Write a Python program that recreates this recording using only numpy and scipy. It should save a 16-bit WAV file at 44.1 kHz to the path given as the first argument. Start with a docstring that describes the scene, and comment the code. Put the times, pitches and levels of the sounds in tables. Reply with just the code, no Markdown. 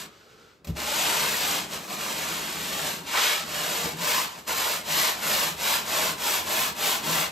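"""In a small workshop, a sanding block rasps back and forth along the edge of a foam sheet on a bench.
It is set down with a soft thump, makes a few long passes, then settles into quick strokes.
Random snaps of torn foam, filtered by colour, make the rasp; resonances make the block ring and the
bench drone. Frequency-dependent phase and level, with a diffuse tail, form the sound at two close ports."""
import sys
import numpy as np
from scipy import signal
from scipy.fft import rfft, irfft, next_fast_len
from scipy.io import wavfile
from scipy.ndimage import map_coordinates

SR = 44100
rng = np.random.default_rng(int(sys.argv[2]) if len(sys.argv) > 2 else 0)


def transcribe(signal):
    """Save signal, clipped to [-1, 1], as a 16-bit WAV file at the path in sys.argv[1]."""
    frames = np.atleast_2d(signal).T
    limited = np.clip(frames, -1, 1)
    pcm = np.round(limited * 32767).astype(np.int16)
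    wavfile.write(sys.argv[1], SR, pcm)


N = 322371

# Levels in the tables are relative: some sources also apply their own trim.

# pushes and pulls of the block: (start [s], end [s], rasp level [dB], coarse scrape over rasp [dB],
# fine hiss over rasp [dB], high block ring over rasp [dB], bench drone level [dB])
STROKES = [(-.109, 0.115, -37, -9.5, -7, -16, -47), (0.593, 1.735, -28, -5.5, -7, -20, -42.5),
           (1.64, 1.854, -34.5, -5.5, -5.5, -14, -48), (1.6, 3.114, -33.9, -4.6, -6.1, -14, -43.5),
           (2.999, 3.498, -24.5, -8, -10, -19, -50.5), (3.339, 4.013, -30.5, -4, -7, -12, -43.5),
           (3.918, 4.331, -26.4, -7, -7.1, -9, -45.5), (4.14, 4.463, -42, -3.5, -10, -11, -60),
           (4.315, 4.88, -29, -5, -6.6, -10, -45), (4.794, 5.214, -25, -7.5, -8, -14, -46.5),
           (5.098, 5.599, -27, -6, -6.7, -12, -43.5), (5.522, 5.885, -25.9, -6.5, -7.5, -15, -46.5),
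           (5.782, 6.206, -27.5, -4.8, -6.8, -12, -42.5), (6.128, 6.489, -26.5, -6, -6.9, -16, -46),
           (6.379, 6.783, -27.5, -4.8, -7, -10, -42.5), (6.709, 7.059, -26.5, -5.5, -7, -14, -46.5),
           (6.959, 7.346, -27, -5, -7, -10.5, -42.3)]
# a one-second stroke gathers speed in RISE_S and brakes in FALL_S; both grow as a power of its length
RISE_S, RISE_GROWS, FALL_S, FALL_GROWS = 0.4, 0.84, 0.22, .31
# the power of the speed that each sound follows: fine ones need speed, the drone lingers at the turns
RASP_POWER, SCRAPE_POWER, HISS_POWER, DRONE_POWER = 2.18, 1.95, 2.25, 0.54
# extra low ring as a stroke starts, and the rate of swell that brings all of it
BITING_DB, BITING_DB_PER_S = 3.5, 80

# drift of the hand's pressure in the opening passes: (time [s], change [dB])
PRESSURE = [(.9, 0), (1.08, 1.4), (1.35, -1), (1.5, .3), (1.8, 0), (1.92, 3), (2.1, .3), (2.3, 0.8),
            (2.56, -2.1), (2.87, 2.5), (3.01, -1.5), (3.07, 1.5), (3.115, -2), (3.26, 1.5), (3.36, -2.5),
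            (3.55, 0)]
# brief easing as the block skips: (time [s], dip [dB])
SKIPS = [(1.705, -3), (1.872, -5), (1.97, -4), (3.05, -2.5), (4.555, -3), (5.21, -4)]
SKIP_S = .018  # time from the centre of a skip to 1/e of its dip
# paper off the foam: (leaves [s], starts to bite again [s])
LIFTS = [(.2, 0.7485), (4.39, 4.461)]
LEAVE_S, BITE_S, LIFTED_DB = 0.046, .018, -19.5  # time to lose and to regain contact, change when lifted
# block rolled from face to edge, where it cuts finer: (time [s], change of the finest tearing [dB])
ROLL = [(3.4, -1.8), (5.0, 1.5)]

# spectra of tearing foam, coarse to finest: (frequency [Hz], level per hertz [dB])
SCRAPE_SPECTRUM = [(120, -29), (230, -8), (400, -5.5), (620, 1), (1050, 0), (1500, -3), (2200, -14),
                   (4000, -36)]
RASP_SPECTRUM = [(500, -34), (1000, -7), (1600, -3), (2700, .3), (4200, -2.5), (5800, -8), (7800, -13),
                 (16000, -33)]
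HISS_SPECTRUM = [(2000, -22.5), (5000, -5.5), (7000, 0), (9500, 1), (15500, -7)]
FIZZ_SPECTRUM = [(6000, -25), (10000, -0.5), (15500, 0.5)]
# pitch of a stray scratch, from large grains to small: [Hz]
FURROW_PITCHES = [1700, 3600, 6000]
SCRATCH_RATE, SCRATCH_T60, SCRATCH_DB = 22, .025, -11  # per second and pitch, decay [s], against rasp

# hollow block, five low modes then two high ones: (frequency [Hz], width [Hz], level [dB])
BLOCK_MODES = [(464.6, 22, 0.5), (616, 44, 4), (735, 60, -5), (830, 60, -3), (915, 55, 0), (1033, 65, 4),
               (1110, 110, -3)]
# wavering of its modes as the grip shifts: share of the pitch, changes per second
GRIP_DETUNE, GRIP_RATE = 0.01198, 5

# moments when the paper digs in and tears coarsely: (start [s], length [s], level [dB])
CATCHES = [(1.085, .09, -35), (2.17, .42, -41.5), (3.128, 0.12, -27), (4.466, 0.062, -38)]
CATCH_RISE_S = .022  # time for the grit to dig in
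# spectrum of that coarse tearing: (frequency [Hz], level per hertz [dB])
TEAR_SPECTRUM = [(200, -18), (450, -6), (650, -1), (1100, 2.5), (2200, -5), (3500, -11), (7000, -28)]
# groans as the block drags at the far corner: (centre [s], length [s], level [dB])
GROANS = [(3.8, .09, -39), (3.88, .055, -33)]

# bench under steady rubbing: (frequency [Hz], width [Hz], level [dB])
BENCH_MODES = [(70.7, 16, -6), (87, 18, -7), (163.4, 13.6, 4), (192.7, 25, 1), (216.7, 25, 0),
               (297, 60, -2), (377, 25, -7)]
# leaning that rocks its two deepest modes: (time [s], level over the drone [dB])
LEAN = [(3.85, -30), (4.05, -12.5)]
# chatter, mostly at the far end of a stroke: (centre [s], length [s], hum [dB], higher groan [dB])
CHATTER = [(1.75, 0.11, -44, -50), (2.737, 0.38, -42, -48), (3.02, .06, -42, -58), (3.85, .06, -36, -39),
           (3.952, .06, -34.5, -44), (4.018, .08, -35, -48), (4.92, .14, -43, -55), (5.5, .12, -41, -54),
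           (6.08, .22, -44.5, -52), (7.16, 0.21, -39.5, -47)]

# block set down on the foam, and one later bump as it rubs:
# (time [s], thump [dB], paper scuff [dB], scuff decay t60 [s])
BUMPS = [(.645, -52, -39, .08), (.670, -33, -39.5, .21), (.684, -23, -60, .1), (.696, -22.5, -53, .1),
         (.743, -32.5, -66, .1), (3.843, -33, -49.5, .1)]
# bench modes under a soft blow: (frequency [Hz], level [dB], decay t60 [s])
THUMP_MODES = [(69.7, -7, .42), (90, 0, .12), (165, 5, .105), (208, -6, .2)]
# dull thud of squashed foam: (frequency [Hz], level per hertz [dB])
THUD_SPECTRUM = [(190, 0), (250, -9), (360, -10), (1500, -50)]
THUD_DB, THUD_T60 = -8, .22  # level against the bench's ring, decay [s]
# dry paper brushing the foam: (frequency [Hz], level per hertz [dB])
SCUFF_SPECTRUM = [(150, -3), (600, 6), (1100, -1), (3200, -1), (8500, -6), (15000, -4.5)]

# the sleeve swishes as the arm swings the lifted block forward
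SWING_START_S, SWING_END_S, SWING_RAMP_S, SWING_DB = -.17, .635, .19, -54
# swish of the cloth: (frequency [Hz], level per hertz [dB])
SLEEVE_SPECTRUM = [(150, -4), (290, -7), (440, 4), (680, -10), (1100, -7), (1370, -1), (1700, -9),
                   (4500, -10), (8000, -17), (15000, -25)]

# phase by which the left port lags the right: (frequency [Hz], phase [rad])
PORT_LAG = [(200, 0), (1300, 0.68), (2000, 0.5), (2900, -0.7), (5200, 0.5), (7400, 0.5), (8300, 1),
            (9200, 3), (10300, 3), (11200, 4.5), (11800, 7), (13700, 7), (14700, 9.5)]
# level of the left port over the right: (frequency [Hz], difference [dB])
PORT_BALANCE = [(400, .2), (1200, 1.3), (4500, 1.5), (6500, 0)]
# decay of the workshop's tail: (frequency [Hz], t60 [s])
ROOM_T60 = [(150, .3), (4000, 0.25), (12000, 0.03)]
# strength of its echoes: (frequency [Hz], level [dB])
ROOM_LEVEL = [(100, -19.5), (300, -9.5), (700, -2), (1400, -.3), (2500, -4), (5500, -5.5), (7000, -10),
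              (15000, -11)]
# still air in the room: (frequency [Hz], level per hertz [dB])
AIR_SPECTRUM = [(20, -10), (70, 1.5), (450, -2), (700, -13), (1300, -11), (3000, -22), (15000, -41)]
TOP_HZ = 15720  # band limit of the microphone


def sanding(stroke_db, scrape_db, hiss_db, ring_db):
    """Stick-slip abrasion: faster strokes tear more cells a second, and grip and release add judder."""
    roll_db, = curves(ROLL)
    effort_db = stroke_db - stroke_db.max()
    rate = 2500 + 19000 * amp(effort_db / 2)
    judder = amp(.6 * wobble(170) + .3 * wobble(35))
    snaps = grit(rate, spread_db=3.5) * judder
    fine = 0.68 * snaps + grit(rate, spread_db=4.5) * judder
    finest = grit(rate, spread_db=5) * judder
    coarse = grit(rate, spread_db=4) * judder

    rasp = amp(stroke_db - 1) * (coloured(snaps, RASP_SPECTRUM) + amp(SCRATCH_DB) * scratches())
    hiss = amp(hiss_db + 4.7) * coloured(fine, HISS_SPECTRUM)
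    # the finest tearing needs speed, so it dies first at the turnarounds
    fizz = amp(hiss_db + roll_db + 0.24 * effort_db + 5) * coloured(finest, FIZZ_SPECTRUM)
    scrape = amp(scrape_db - 1.94) * coloured(coarse, SCRAPE_SPECTRUM)
    # the block's low modes speak most while it gathers speed
    biting = np.clip(np.gradient(stroke_db) * SR / BITING_DB_PER_S, 0, 1)
    ring = judder * block(scrape_db - 6.5 + BITING_DB * biting, ring_db - 1.3)

    abrasion = rasp + hiss + fizz + scrape + ring
    return amp(contact() - .5) * edge_echo(abrasion, share=.25, delay=0.001998, swing=0.298)


def stroke_levels():
    """Addition of energies: overlapping strokes sum to dB levels of rasp, scrape, hiss, ring and drone."""
    energy = np.full((5, N), amp(-180))  # a tiny floor keeps the logarithm finite
    powers = np.array([RASP_POWER, SCRAPE_POWER, HISS_POWER, SCRAPE_POWER, DRONE_POWER])[:, None]
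    for start, end, db, scrape_db, hiss_db, ring_db, drone_db in STROKES:
        v = speed(start, end)
        moving = np.flatnonzero(v > 0)
        full_db = np.array([db, db + scrape_db, db + hiss_db, db + ring_db, drone_db])[:, None]
        energy[:, moving] += (amp(full_db) * v[moving] ** powers) ** 2
    return 10 * np.log10(energy)


def speed(start, end):
    """Kinematics of one stroke: relative speed, 0 to 1, rises and falls along quarter sines."""
    t, length = np.arange(N) / SR, end - start
    rise = np.clip((t - start) / (RISE_S * length ** RISE_GROWS), 0, 1)
    fall = np.clip((end - t) / (FALL_S * length ** FALL_GROWS), 0, 1)
    return np.sin(np.pi / 2 * rise) * np.sin(np.pi / 2 * fall)


def contact():
    """Contact force, as a change in dB: pressure drifts, skips ease it and lifting cuts it."""
    t = np.arange(N) / SR
    lifted = 0
    for off, on in LIFTS:
        leaving = np.clip((t - off) / LEAVE_S, 0, 1)
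        lifted = lifted + leaving * np.clip((on + BITE_S - t) / BITE_S, 0, 1)
    skip_db = sum(db * np.exp(-((t - s) / SKIP_S) ** 2) for s, db in SKIPS)
    return curves(PRESSURE)[0] + skip_db + LIFTED_DB * lifted


def grit(rate, spread_db):
    """Shot noise: grit snaps foam cells at random times, with log-normal sizes, most small, a few large."""
    caught = rng.random(N) < rate / SR
    size = amp(spread_db * np.clip(rng.standard_normal(N), -2.5, 2.5))
    return unit(caught * size * rng.choice([-1, 1], N) / np.sqrt(rate))


def scratches():
    """Decaying bursts: a coarse grain ploughs a short furrow, dull or bright with the grain's size."""
    decay = amp(-60 * np.arange(SR // 10) / SR / SCRATCH_T60)
    out = np.zeros(N)
    for hz in FURROW_PITCHES:
        starts = (rng.random(N) < SCRATCH_RATE / SR) * rng.uniform(.5, 1, N)
        bursts = signal.fftconvolve(starts, decay)[:N] * grit(12000, spread_db=2)
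        out += resonate(bursts, [(hz, hz / 2, 0)])
    return unit(out)


def block(low_db, high_db):
    """Modal resonance: grit rings low and high modes separately, and the shifting grip bends their pitch."""
    low = amp(low_db) * resonate(grit(15000, spread_db=3.5), BLOCK_MODES[:5])
    high = amp(high_db) * resonate(grit(15000, spread_db=3.5), BLOCK_MODES[5:])
    ringing = low * amp(1.8 * wobble(16)) + high * amp(2 * wobble(16))
    # the slope of the reading position is the pitch ratio
    shift = np.cumsum(GRIP_DETUNE * np.gradient(wobble(GRIP_RATE)) * SR / GRIP_RATE)
    return map_coordinates(ringing, [np.arange(N) + shift])


def edge_echo(x, share, delay, swing):
    """Comb interference: a bench-top reflection of drifting delay, about delay seconds, shifts the colour."""
    late = np.arange(N) - delay * SR * np.exp(swing * wobble(4))
    echo = filtered(map_coordinates(x, [late]), lambda hz: 1 / (1 + (hz / 5000) ** 2))
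    return x + share * echo


def catches():
    """Transient tearing: where the paper digs in, coarse noise flares up quickly and dies away."""
    t = np.arange(N) / SR
    flare = 0
    for s, length, db in CATCHES:
        fall = np.sqrt(np.clip((s + length - t) / length, 0, 1))
        flare = flare + amp(db) * np.clip((t - s) / CATCH_RISE_S, 0, 1) * fall
    return flare * coloured(grit(3500, spread_db=4.0), TEAR_SPECTRUM)


def groans():
    """Mode locking: sticking and slipping briefly sound a wavering sine at the block's lowest mode."""
    swell = sum(amp(db) * cosine_swell(s, length) for s, length, db in GROANS)
    pitch_hz = BLOCK_MODES[0][0] * (1 + GRIP_DETUNE * wobble(60))
    return swell * np.sin(2 * np.pi * np.cumsum(pitch_hz) / SR)


def bench(drag_db):
    """Forced vibration: uneven drag drones the bench; chatter feeds its strongest mode and two highest."""
    drone = resonate(rng.standard_normal(N), BENCH_MODES) * amp(drag_db + 0.4 + 1.35 * wobble(9))
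    rocking = resonate(rng.standard_normal(N), BENCH_MODES[:2]) * amp(drag_db + curves(LEAN)[0])
    hum_swell = sum(amp(hum_db) * cosine_swell(s, length) for s, length, hum_db, _ in CHATTER)
    groan_swell = sum(amp(groan_db) * cosine_swell(s, length) for s, length, _, groan_db in CHATTER)
    pitch_hz = 163 * (1 + .05 * wobble(40))
    hum = hum_swell * amp(3 * wobble(35)) * np.sin(2 * np.pi * np.cumsum(pitch_hz) / SR)
    groan = groan_swell * resonate(rng.standard_normal(N), BENCH_MODES[5:])
    return drone + rocking + hum + groan


def bumps():
    """Impulse response: paper scuffs on contact, and the cushioned blow thuds and briefly rings the bench."""
    out = np.zeros(N)
    paper = coloured(grit(7000, spread_db=4), SCUFF_SPECTRUM)
    cushion = coloured(rng.standard_normal(N), THUD_SPECTRUM)
    t = np.arange(SR // 2) / SR
    ring = sum(amp(db - 60 * t / t60) * np.sin(2 * np.pi * hz * t) for hz, db, t60 in THUMP_MODES)
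    for s, thump_db, scuff_db, scuff_t60 in BUMPS:
        span = slice(round(s * SR), round(s * SR) + len(t))
        thud = amp(THUD_DB - 60 * t / THUD_T60) * cushion[span]
        # the foam spreads the blow over a few milliseconds
        thump = amp(thump_db - 3.0) * (ring + thud) * (1 - np.exp(-t / .004))
        scuff = amp(scuff_db - 60 * t / scuff_t60) * (1 - np.exp(-t / .001)) * paper[span]
        out[span] += thump + scuff
    return out


def sleeve():
    """Friction noise: cloth swishes as the arm swings, low and high bands fluttering independently."""
    t = np.arange(N) / SR
    swing = np.clip(np.minimum(t - SWING_START_S, SWING_END_S - t) / SWING_RAMP_S, 0, 1)
    cloth = coloured(rng.standard_normal(N), SLEEVE_SPECTRUM)
    low = filtered(cloth, lambda hz: hz < 800)
    high = cloth - low
    return amp(SWING_DB) * swing * (amp(1.2 * wobble(22)) * low + amp(.9 * wobble(22)) * high)


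def ports(x):
    """Interaural-style difference: direct sound reaches two ports with phase and level set by frequency."""
    def half(hz):
        """Symmetric splitting: half the difference goes to the left port, its inverse to the right."""
        return amp(along(PORT_BALANCE, hz) / 2) * np.exp(-.5j * along(PORT_LAG, hz))
    return filtered(x, lambda hz: np.array([half(hz), 1 / half(hz)]))


def workshop(x):
    """Diffuse reverberation: a short noise tail, unlike at each port, renewed as the block and arm move."""
    hop, length = SR // 6, SR // 3
    padded = np.pad(x, (hop, 2 * hop))
    wet = np.zeros((2, len(padded) + SR))
    for start in range(0, N + hop, hop):
        hz, t, z = signal.stft(rng.standard_normal((2, length)), SR, nperseg=256)
        t60 = along(ROOM_T60, hz)[:, None]
        tail = signal.istft(z * amp(-60 * t / t60) / np.sqrt(t60), SR, nperseg=256)[1]
        # overlapping windows crossfade from one tail to the next
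        piece = padded[start:start + 2 * hop] * signal.windows.cosine(2 * hop)
        answer = signal.fftconvolve(piece[None], tail / np.linalg.norm(tail[0]), axes=1)
        wet[:, start:start + answer.shape[1]] += answer
    return filtered(wet[:, hop:hop + N], lambda hz: amp(along(ROOM_LEVEL, hz)))


def still_air():
    """Partial coherence: quiet noise of which a part is shared by the ports and a part is separate."""
    shared = rng.standard_normal(N)
    separate = rng.standard_normal((2, N))
    return amp(-62.5) * coloured(shared + .5 * separate, AIR_SPECTRUM)


def amp(db):
    """Logarithmic level: decibels to amplitude gain."""
    return 10 ** (np.asarray(db) / 20)


def unit(x):
    """Normalisation: scale to rms 1."""
    return x / np.sqrt(np.mean(x ** 2) + 1e-20)


def along(points, hz):
    """Logarithmic frequency scale: interpolate (frequency, value) points at hz."""
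    f, v = np.transpose(points)
    return np.interp(np.log(hz + 1), np.log(f + 1), v)


def curves(rows):
    """Linear interpolation: one value per sample for each column after the time."""
    s, *cols = np.transpose(rows)
    return [np.interp(np.arange(N) / SR, s, c) for c in cols]


def cosine_swell(centre, length):
    """Half-cosine envelope: rises from 0 to 1 at the centre and falls back to 0."""
    t = np.arange(N) / SR
    return np.cos(np.pi * np.clip((t - centre) / length, -.5, .5))


def wobble(rate):
    """Band-limited fluctuation: a smooth random curve with rate knots a second."""
    return map_coordinates(rng.standard_normal(N // 20), [np.arange(N) * rate / SR], mode="wrap")


def filtered(x, response):
    """Linear filtering: the spectrum of x times a complex response of frequency."""
    m = next_fast_len(N + SR // 2)
    return irfft(rfft(x, m) * response(np.fft.rfftfreq(m, 1 / SR)), m)[..., :N]


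def coloured(x, spectrum):
    """Spectral shaping: x filtered by the given spectrum, at rms 1."""
    return unit(filtered(x, lambda hz: amp(along(spectrum, hz))))


def resonate(x, modes):
    """Modal superposition: x through a sum of damped resonances, at rms 1."""
    def response(f):
        """Damped oscillator: each mode peaks at its centre c with bandwidth w."""
        return sum(amp(db) * 1j * f * w / (c * c - f * f + 1j * f * w) for c, w, db in modes)
    return unit(filtered(x, response))


def scene():
    """Superposition: the work at the bench, its room sound and the still air."""
    rasp_db, scrape_db, hiss_db, ring_db, drag_db = stroke_levels()
    work = sanding(rasp_db, scrape_db, hiss_db, ring_db) + catches() + groans()
    work = work + bench(drag_db + contact() / 2) + bumps() + sleeve()
    return amp(-1) * ports(work) + amp(-1.87) * workshop(work) + still_air()


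def record(dry):
    """Band limiting: the microphone sheds deep bass below about 57 Hz and keeps nothing from TOP_HZ up."""
    return filtered(dry, lambda hz: (hz < TOP_HZ) * hz ** 3 / np.sqrt(hz ** 6 + 57. ** 6))


dry = scene()
out = record(dry)
transcribe(out)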